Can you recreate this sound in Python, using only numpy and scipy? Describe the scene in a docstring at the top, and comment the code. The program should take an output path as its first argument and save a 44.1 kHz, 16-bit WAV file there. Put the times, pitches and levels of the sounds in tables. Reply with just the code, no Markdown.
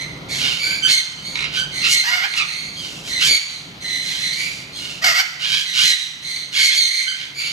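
"""A macaw screeches across a hard-walled room, over low rumble and faint hiss. The near bird, on its wire
cage just before the microphones, answers: its membranes go chaotic in rasps, then yelp and screech.
At 1.4 s its voice slows to a rattle; at 2 s air bumps the left mic, and nasal croaks follow, again at 5 s.
Near and far birds squawk on to the end. The room rings after every call, and the recorder ducks the
rumble after the loudest ones."""
import sys
import numpy as np
from scipy import signal
from scipy.fft import rfft, irfft, next_fast_len
from scipy.io import wavfile
from scipy.ndimage import uniform_filter1d, minimum_filter1d, map_coordinates

SR = 44100
rng = np.random.default_rng(int(sys.argv[2]) if len(sys.argv) > 2 else 0)


def transcribe(signal):
    """Save signal, clipped to [-1, 1], as a 16-bit WAV file at the path in sys.argv[1]."""
    frames = np.atleast_2d(signal).T
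    limited = np.clip(frames, -1, 1)
    pcm = np.round(limited * 32767).astype(np.int16)
    wavfile.write(sys.argv[1], SR, pcm)


N = 331632


def amp(db):
    """Decibels to gain."""
    return 10 ** (np.asarray(db) / 20)


def unit(x):
    """Scale to rms 1."""
    return x / np.sqrt(np.mean(x ** 2) + 1e-20)


def along(points, hz):
    """Read (frequency, value) breakpoints on a log axis."""
    f, v = np.transpose(points)
    return np.interp(np.log(hz + 1), np.log(f + 1), v)


def glide(first, last, progress):
    """A linear ramp over the course of a call."""
    return first + (last - first) * progress


def wobble(rate, size):
    """A smooth random modulator with rate knots a second."""
    knots = rng.standard_normal(8192)
    return map_coordinates(knots, [np.arange(size) * rate / SR], mode="wrap")


def filtered(x, response):
    """Filter x by a gain given as a function of frequency."""
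    size = x.shape[-1]
    padded = next_fast_len(size + 4096)
    return irfft(rfft(x, padded) * response(np.fft.rfftfreq(padded, 1 / SR)), padded)[..., :size]


def coloured(x, spectrum):
    """x through an EQ curve, at rms 1."""
    return unit(filtered(x, lambda hz: amp(along(spectrum, hz))))


def add(track, start, x):
    """Mix x into the track at a time."""
    part = track[round(start * SR):][:len(x)]
    part += x[:len(part)]


def call(start, rise, fall, swell_db, edge=.008):
    """A call's times, soft gate, 0-1 progress and dB swell; swell_db is (start, end) under the peak."""
    peak, end = start + rise, start + rise + fall
    t = np.arange(max(int((start - edge) * SR), 0), min(int((end + edge) * SR), N)) / SR
    gate = np.sqrt(np.clip(np.minimum(t - start + edge, end + edge - t) / (2 * edge), 0, 1))
    progress = np.interp(t, [start, end], [0, 1])
    swell = np.interp(t, [start, peak, end], [-swell_db[0], 0, -swell_db[1]])
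    return t, gate, progress, swell


def cycles(pitch, jitter, jitter_rate, waver, waver_rate):
    """Phase of a membrane whose pitch trembles quickly and wavers more slowly."""
    drift = jitter * wobble(jitter_rate, len(pitch)) + waver * wobble(waver_rate, len(pitch))
    return 2 * np.pi * np.cumsum(pitch * np.exp(drift)) / SR


def flutter(rate, depth_db, size):
    """Uneven tremolo of the air stream, at rms 1."""
    phase = 2 * np.pi * np.cumsum(rate * np.exp(0.418 * wobble(rate, size))) / SR
    return unit(amp(depth_db * (np.sin(phase) + 0.47 * wobble(2 * rate, size))))


def brightened(x, treble_db, split_hz):
    """Ride the treble of x against its body, as the beak opens and closes."""
    high = filtered(x, lambda hz: 1 - 1 / (1 + (hz / split_hz) ** 12))
    return unit(x - high) + amp(treble_db) * unit(high)


# stereo image of diffuse sound: f/Hz, left-right correlation
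CORRELATION = [(50, 0.73), (150, 1), (700, 0.52), (1500, -0.23), (3500, -0.13), (6000, 0.84), (12000, 0.82)]

def diffuse_stereo(pair):
    """Two unrelated signals, as mid and side, become a partly alike left and right."""
    def weights(hz):
        angle = np.arccos(np.clip(along(CORRELATION, hz), -1, 1)) / 2
        return np.array([np.cos(angle), np.sin(angle)])
    mid, side = filtered(pair, weights)
    return np.array([mid + side, mid - side])


# rumble fader: t/s, level/dB
RUMBLE_FADER = [(0, -37), (0.3, -33), (1.1, -37), (1.8, -36.5), (2.3, -42), (3.1, -37.5), (4.1, -41),
                (5, -40.5), (6.4, -46), (7.0, -50.5), (7.5, -44.5)]
# rumble EQ: f/Hz, level/dB
RUMBLE_EQ = [(15, -49), (25, -20), (65, -4), (96, -8.5), (140, 4), (184, 0.5), (209, -6.5), (282, -3.5),
             (330, -7.5), (453, -10.5), (514, -10.5), (867, -13.5), (1100, -16), (1430, -12.5),
             (2420, -120)]
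# hiss EQ: f/Hz, level/dB
HISS_EQ = [(500, -8.5), (1500, 5), (4000, 8.5), (8000, -16), (14000, -17.5)]

def room_tone():
    """The bed: a slowly drifting low rumble and a faint, steady hiss."""
    fader_db = np.interp(np.arange(N) / SR, *np.transpose(RUMBLE_FADER))
    rumble = coloured(diffuse_stereo(rng.standard_normal((2, N))), RUMBLE_EQ)
    hiss = coloured(diffuse_stereo(rng.standard_normal((2, N))), HISS_EQ)
    return amp(fader_db - 1.5) * rumble + amp(-41.5) * hiss


# screech partials: multiple of the pitch, level/dB
SCREECH_PARTIALS = [(.5, -49), (.75, -28), (1, 0), (1.25, -35), (1.5, -13), (1.75, -10.5), (2, 1.5),
                    (2.5, -25), (3, -10.5), (4, -19), (5, -25.5), (6, -33)]
# throat and beak formants, for screech breath and for rasps: f/Hz, level/dB
THROAT_EQ = [(410, -61), (700, -51), (1080, -9), (1370, -15.5), (1900, -5), (2080, -7), (2510, -2.5),
             (3070, -12), (3720, -1), (4010, -0.5), (4550, -1), (6990, -5.5), (8450, -13.5), (11300, -18.5),
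             (14400, -26)]

def screeches(cues, swell_db, edge, jitter, waver, air_db, tilt_db):
    """A high, hoarse tone; repeated period doubling puts weak lines between its harmonics."""
    out = np.zeros(N)
    for start, rise, fall, db, start_hz, end_hz, fundamental_db in cues:
        t, gate, progress, swell = call(start, rise, fall, swell_db, edge)
        sway = np.exp(0.0099 * wobble(59.98, len(t)))
        pitch = glide(start_hz, end_hz, progress) / 2 * sway
        phase = cycles(pitch, jitter=jitter, jitter_rate=900, waver=waver, waver_rate=210)
        tone = 0
        for k, level in SCREECH_PARTIALS:
            trim_db = fundamental_db if k <= 1 else tilt_db * max(k - 2, 0)
            slip = (.7 if k < 2 else .35) * wobble(380, len(t))  # the low partials are the hoarsest
            flicker_db = 3 * wobble(400, len(t))
            tone += amp(level + trim_db + flicker_db) * np.sin(k * phase + slip)
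        air = amp(air_db) * coloured(rng.standard_normal(len(t)), THROAT_EQ)
        throb = flutter(rate=85, depth_db=1.94, size=len(t))
        add(out, t[0], gate * amp(db + swell + 1.5) * (tone + air) * throb)
    return out


# far screech cues: t/s, rise/s, fall/s, level/dB, 2nd harmonic start f/Hz, end f/Hz, fundamental trim/dB
FAR_SCREECH_CUES = [ (0.0, .005, 0.042, -28, 4080, 4110, 5.5), (0.31, 0.023, 0.068, -27.5, 4390, 4260, 0.5),
                    (0.605, 0.068, 0.097, -23, 4600, 4670, 0.5),
                    (1.24, 0.037, 0.094, -31, 4290, 4470, -4.5),
                    (1.74, 0.085, 0.033, -24.5, 4187, 4180, -2.5), (2.27, .06, 0.043, -30, 4230, 4210, -2),
                    (2.45, 0.064, .18, -29.5, 4170, 4420, -3), (2.74, 0.026, 0.113, -36.5, 4254, 4250, -13),
                    (3.105, 0.076, 0.037, -23.5, 4080, 4070, -1), (3.48, 0.053, 0.066, -34, 4175, 4044, -6),
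                    (3.83, 0.13, 0.088, -25.5, 4080, 4084, -2.5),
                    (4.04, 0.05, .08, -28.5, 4240, 4090, -3.5), (4.2, 0.054, 0.11, -24, 4024, 4210, -3),
                    (4.38, 0.0403, 0.069, -27, 4494, 4620, 2.5), (4.745, .02, 0.045, -30, 4230, 4280, -22),
                    (5.65, .07, 0.021, -26, 4120, 3940, -5.5), (5.97, 0.044, .06, -28, 3910, 3970, -12),
                    (6.24, 0.071, 0.13, -27, 4160, 4165, -4), (6.89, 0.11, 0.053, -22, 4305, 4250, -1),
                    (7.12, .05, 0.085, -41, 4250, 4250, 1), (7.37, 0.028, 0.13, -26, 4594, 4550, -2), ]

def far_screeches():
    """Birds across the room: breathy, unsteady screeches with soft edges."""
    return screeches(FAR_SCREECH_CUES, swell_db=(3, 7), edge=.025,
                     jitter=.018, waver=.024, air_db=-13.5, tilt_db=1.1)


# rasp cues: t/s, rise/s, fall/s, level/dB, resonance start f/Hz, end f/Hz, treble start/dB, end/dB
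RASP_CUES = [ (0.3, 0.046, 0.08, -28, 3584, 3610, -1.5, 2.5),
             (0.389, 0.067, .135, -18.5, 3060, 2817, -10.5, -11),
             (0.872, 0.019, 0.041, -16.5, 3228, 3200, -21, 7),
             (1.429, 0.027, 0.085, -28.5, 2800, 2920, -30, -29),
             (1.53, 0.041, 0.041, -21, 3045, 3130, -13, -11),
             (1.828, 0.025, 0.09, -15.5, 2677, 3098, -17.5, 7.5),
             (2.369, 0.0068, .05, -17, 2775, 2647, -4.5, -25),
             (2.799, 0.053, 0.17, -33, 3090, 2740, -5.5, -3),
             (3.035, 0.053, 0.031, -32, 3020, 3390, -6.5, 5),
             (3.206, .015, 0.042, -13.5, 2790, 3380, -9, -12),
             (3.24, 0.025, .025, -18, 3315, 3267, 0.5, 2.5), (4.031, 0.12, 0.14, -28, 3260, 3420, -3, -6),
             (4.331, 0.094, 0.21, -33, 3010, 2924, 1.5, -5), (4.78, 0.074, 0.15, -30, 3027, 2706, -4.5, -9),
             (5.404, 0.049, 0.046, -20.5, 3070, 3060, -13.5, -11),
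             (5.485, 0.057, 0.094, -16.5, 3160, 3247, -11.5, -10.5),
             (5.742, 0.064, 0.11, -14.5, 2877, 3345, -11.5, -0.5),
             (6.533, 0.069, 0.087, -17.5, 3025, 3372, -11, 1.5),
             (6.69, 0.035, 0.054, -20, 3264, 3274, -15, 1),
             (7.129, 0.081, 0.092, -31, 3085, 3150, -13, -13),
             (7.399, 0.087, 0.037, -27, 2880, 2810, -26, -15), ]
TREBLE_FOLLOWS = 0.45  # share of the swell that the treble follows

def rasps():
    """Driven hard, the membranes go chaotic around one resonance; most rasps brighten as the beak opens."""
    out = np.zeros(N)
    for start, rise, fall, db, start_hz, end_hz, start_treble_db, end_treble_db in RASP_CUES:
        t, gate, progress, swell = call(start, rise, fall, swell_db=(8, 11), edge=.014)
        treble_db = glide(start_treble_db, end_treble_db, progress) - (1 - TREBLE_FOLLOWS) * swell
        pitch = glide(start_hz, end_hz, progress) / 4
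        phase = cycles(pitch, jitter=.04, jitter_rate=800, waver=.05, waver_rate=170)
        pulses = unit(sum(np.cos(k * phase + .7 * wobble(420, len(t))) for k in range(1, 19)))
        air = .35 * rng.standard_normal(len(t))
        # the resonance picks out the fourth partial, and the octave below it
        ring = .9 * np.sin(4 * phase) + .2 * np.sin(2 * phase)
        voice = brightened(coloured(pulses + air, THROAT_EQ) + ring, treble_db - 4.5, split_hz=4950)
        throb = flutter(rate=135, depth_db=3, size=len(t))
        add(out, t[0], gate * amp(db + swell + 2) * voice * throb)
    return out


# yelp cues: t/s, rise/s, fall/s, level/dB, pitch start f/Hz, end f/Hz, fundamental trim/dB
YELP_CUES = [ (0.641, 0.062, 0.074, -35.5, 1493, 1575, 14), (0.831, 0.03, 0.027, -12.5, 1545, 1499, -3),
             (1.173, .01, 0.055, -33.5, 1500, 1526, -22), (1.559, 0.033, 0.06, -20, 1543, 1534, 2.5),
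             (1.828, 0.028, 0.022, -30.5, 1330, 1377, -2), (2.375, 0.044, .022, -19, 1464, 1122, -2.5),
             (2.761, 0.037, 0.068, -29.5, 1624, 1534, -18), (3.215, 0.0417, 0.0157, -17.5, 1486, 1599, -7),
             (4.745, 0.013, 0.049, -32.5, 1620, 1694, -28), (5.771, 0.06, 0.015, -20.5, 1520, 1660, -17),
             (7.07, 0.012, 0.077, -23, 1511, 1547, 2), ]
# yelp harmonics: multiple of the pitch, level/dB
YELP_HARMONICS = [(1, -5), (2, 0), (3, -5.5), (4, -11.5), (5, -18), (6, -25), (7, -26), (8, -35)]

def yelps():
    """Short, cleaner notes from the membranes, most of them strongest in the second harmonic."""
    out = np.zeros(N)
    for start, rise, fall, db, start_hz, end_hz, fundamental_db in YELP_CUES:
        t, gate, progress, swell = call(start, rise, fall, swell_db=(9, 10))
        pitch = glide(start_hz, end_hz, progress)
        phase = cycles(pitch, jitter=.014, jitter_rate=700, waver=.014, waver_rate=140)
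        tone = 0
        for k, level in YELP_HARMONICS:
            trim_db = fundamental_db if k == 1 else 0
            flicker_db = 3 * wobble(300, len(t))
            tone += amp(level + trim_db + flicker_db) * np.sin(k * phase)
        throb = flutter(rate=150, depth_db=2, size=len(t))
        add(out, t[0], gate * amp(db + swell + 2) * tone * throb)
    return out


# near screech cues: t/s, rise/s, fall/s, level/dB, 2nd harmonic start f/Hz, fundamental trim/dB
NEAR_SCREECH_CUES = [ (0.885, 0.0566, 0.0642, -14, 4414, -6.5), (1.905, 0.0547, 0.0624, -15.5, 4400, -4),
                     (3.265, 0.0473, 0.0673, -13.5, 4662, -5.5), (5.835, 0.058, 0.058, -15, 4120, -5),
                     (6.56, 0.086, .095, -17, 4492, -0.5), (6.755, 0.061, 0.076, -15, 4410, -8), ]
SCREECH_SAG = .06  # share of the pitch lost by the end

def near_screeches():
    """Loud, hard-edged screeches that sag in pitch as the breath runs out."""
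    sagging = [(start, rise, fall, db, hz, hz * (1 - SCREECH_SAG), fundamental_db)
               for start, rise, fall, db, hz, fundamental_db in NEAR_SCREECH_CUES]
    return screeches(sagging, swell_db=(4.5, 5.5), edge=.008,
                     jitter=.009, waver=.018, air_db=-21, tilt_db=.8)


# rattle cues: t/s, length/s, level/dB
RATTLE_CUES = [(1.355, .095, -14.5), (2.337, .026, -16)]
# throat formants of a rattle: f/Hz, level/dB
RATTLE_EQ = [(530, -51), (900, -13.5), (1470, -2), (1630, -12), (2290, 7.5), (3270, -6), (3890, 5),
             (4520, -9), (6680, -15), (12000, -35), (15600, -66), (22000, -120)]
PULSE_GAP_S, PULSE_ATTACK_S, PULSE_T60_S = .0171, .0007, .05

def rattles():
    """Slowed right down, the voice falls apart into single rough pulses."""
    out, t = np.zeros(N), np.arange(SR // 15) / SR
    envelope = amp(-60 * t / PULSE_T60_S) * (1 - np.exp(-t / PULSE_ATTACK_S))
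    for start, length, db in RATTLE_CUES:
        for onset in np.arange(start, start + length, PULSE_GAP_S):
            add(out, onset, amp(db) * envelope * coloured(rng.standard_normal(len(t)), RATTLE_EQ))
    return out


# air bump cues: centre t/s, half-width/s, level/dB
BUMP_CUES = [(1.964, 0.022, -30), (3.326, 0.042, -24.5), (5.9, 0.05, -31.5), (6.804, 0.1, -34.5)]

def air_bumps():
    """Puffs of air hit the left mic: soft, bass-heavy thumps."""
    t = np.arange(N) / SR
    swell = sum(amp(db) * np.exp(-((t - centre) / width) ** 2) for centre, width, db in BUMP_CUES)
    thump_eq = [(30, -3), (100, -3.5), (400, -6), (900, -19.5), (2500, -60)]  # f/Hz, level/dB
    return np.outer([1, 0], swell * coloured(rng.standard_normal(N), thump_eq))


# croak cues, several run together: t/s, rise/s, fall/s, level/dB, pitch start f/Hz, end f/Hz, treble/dB
CROAK_CUES = [ (2.035, 0.056, 0.023, -20.5, 761, 1064, -5.5), (2.1, .035, 0.095, -17.5, 727, 704, -9),
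              (2.218, 0.029, 0.021, -18, 774, 838, -12), (5.02, .012, .008, -22, 600, 600, -4),
              (5.041, 0.0045, 0.013, -11.5, 747, 757, -2.5), (5.057, 0.0113, .068, -13.5, 702, 639.6, -2.5),
              (5.142, 0.061, .016, -15, 656.5, 785.5, -4), ]
# throat formants of a croak: f/Hz, level/dB
CROAK_EQ = [(260, -67), (450, -13), (675, -10), (929, -7.5), (1120, -3.5), (1730, 1.5), (2060, 6.5),
            (2450, -4.5), (3090, -3.5), (3850, -7.5), (4580, 6.5), (9180, -15), (10200, -32), (12100, -9.5),
            (14400, -26)]

def croaks():
    """The near bird's low, nasal croaks: uneven pulses and pulsed air through its throat."""
    out = np.zeros(N)
    for start, rise, fall, db, start_hz, end_hz, treble_db in CROAK_CUES:
        t, gate, progress, swell = call(start, rise, fall, swell_db=(7, 10), edge=.004)
        pitch = glide(start_hz, end_hz, progress)
        phase = cycles(pitch, jitter=.04, jitter_rate=600, waver=.035, waver_rate=160)
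        # the k * k phase offset smears each pulse
        pulses = unit(sum(np.cos(k * phase + .25 * k * k + .35 * wobble(350, len(t)))
                          for k in range(1, 20)))
        air = .4 * (1 + np.cos(phase)) * rng.standard_normal(len(t))
        voice = brightened(coloured(pulses + air, CROAK_EQ), treble_db - 2, split_hz=4100)
        add(out, t[0], gate * amp(db + swell + 2.5) * voice)
    return out


def early_reflections(x, echo_db, count=14):
    """x plus weak slaps off the cage tray and the nearest walls, different at each mic."""
    taps = np.zeros((2, SR // 20))
    for side in taps:
        delay_s = rng.uniform(.002, .035, count)
        side[(delay_s * SR).astype(int)] = rng.choice([-1, 1], count) * np.exp(-delay_s / 0.018)
        side *= amp(echo_db) / np.linalg.norm(side)
    taps[:, 0] = 1  # the direct sound
    return signal.fftconvolve(x[None], taps / np.linalg.norm(taps[0]), axes=1)[:, :N]


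# reverb time of the room: f/Hz, t60/s
ROOM_T60 = [(300, 1.1), (1200, 0.76), (2200, 1.004), (4200, 0.74), (7000, 0.84), (13000, 0.47)]

def reverb(x):
    """The hard walls ring: a diffuse tail in which each frequency dies at its own speed."""
    hz, t, noise = signal.stft(rng.standard_normal((2, SR + SR // 4)), SR, nperseg=256)
    decay = amp(-60 * t / along(ROOM_T60, hz)[:, None])
    tail = diffuse_stereo(signal.istft(noise * decay, SR, nperseg=256)[1])
    tail *= 1 - np.exp(-np.arange(tail.shape[1]) / SR / 0.00093)  # quick fade-in
    return signal.fftconvolve(x[None], tail / np.linalg.norm(tail[0]), axes=1)[:, :N]


# phase between the mics: f/Hz, left lead/rad
MIC_PHASE = [(600, 0.91), (1400, -2.22), (2200, -1.48), (3300, -1.5), (4400, -1.83), (5600, -0.1)]
# pan of the birds: f/Hz, left minus right level/dB
MIC_BALANCE = [(700, -0.5), (1600, -4), (2600, -8), (4000, -6), (5000, 2), (6500, 2.5), (7600, -0.5),
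               (9500, 6), (11000, 10.5), (13000, 2)]

def scene():
    """The mix: the near bird fairly dry, its far companions much wetter, all over the room tone."""
    near = near_screeches() + rasps() + yelps()
    low_calls = croaks() + rattles()
    far = far_screeches()
    early = early_reflections(amp(-1) * (near + low_calls), echo_db=-5.5)
    early += early_reflections(amp(-1.5) * far, echo_db=-4.5)
    phased = filtered(early, lambda hz: np.exp(np.outer([.5j, -.5j], along(MIC_PHASE, hz))))
    send = amp(-9.5) * near + amp(-10) * low_calls + amp(-3.5) * far
    birds = filtered(phased + reverb(send), lambda hz: amp(np.outer([.5, -.5], along(MIC_BALANCE, hz))))
    return birds + room_tone() + air_bumps()


DUCK_THRESHOLD_DB, DUCK_DB_PER_DB, DUCK_BELOW_HZ = -21.5, 1.29, 806
DUCK_LAG_S, DUCK_RELEASE_DB_PER_S = 0.12, 45

def duck_bass(x):
    """The recorder's suppressor: loud sound pushes the bass down after a lag; it returns steadily."""
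    t = np.arange(N) / SR
    power = uniform_filter1d(np.mean(x ** 2, axis=0), size=SR // 10)
    level_db = 10 * np.log10(np.abs(power) + 1e-12)
    sidechain_db = np.interp(t - DUCK_LAG_S, t, level_db)
    wanted_db = DUCK_DB_PER_DB * np.maximum(sidechain_db - DUCK_THRESHOLD_DB, 0)
    release_db = DUCK_RELEASE_DB_PER_S * t
    cut_db = np.maximum.accumulate(wanted_db + release_db) - release_db
    bass = filtered(x, lambda hz: 1 / (1 + (hz / DUCK_BELOW_HZ) ** 6))
    return x + (amp(-cut_db) - 1) * bass


CEILING, HIGH_CUT_HZ = .85, 14500

def record(dry):
    """The recorder chain: bass ducker, fast peak limiter, brick-wall high cut."""
    ducked = duck_bass(dry)
    needed_gain = np.minimum(1, CEILING / (np.abs(ducked).max(axis=0) + 1e-9))
    gain = uniform_filter1d(minimum_filter1d(needed_gain, size=129), size=129)
    return filtered(ducked * gain, lambda hz: hz < HIGH_CUT_HZ)


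dry = scene()
out = record(dry)
transcribe(out)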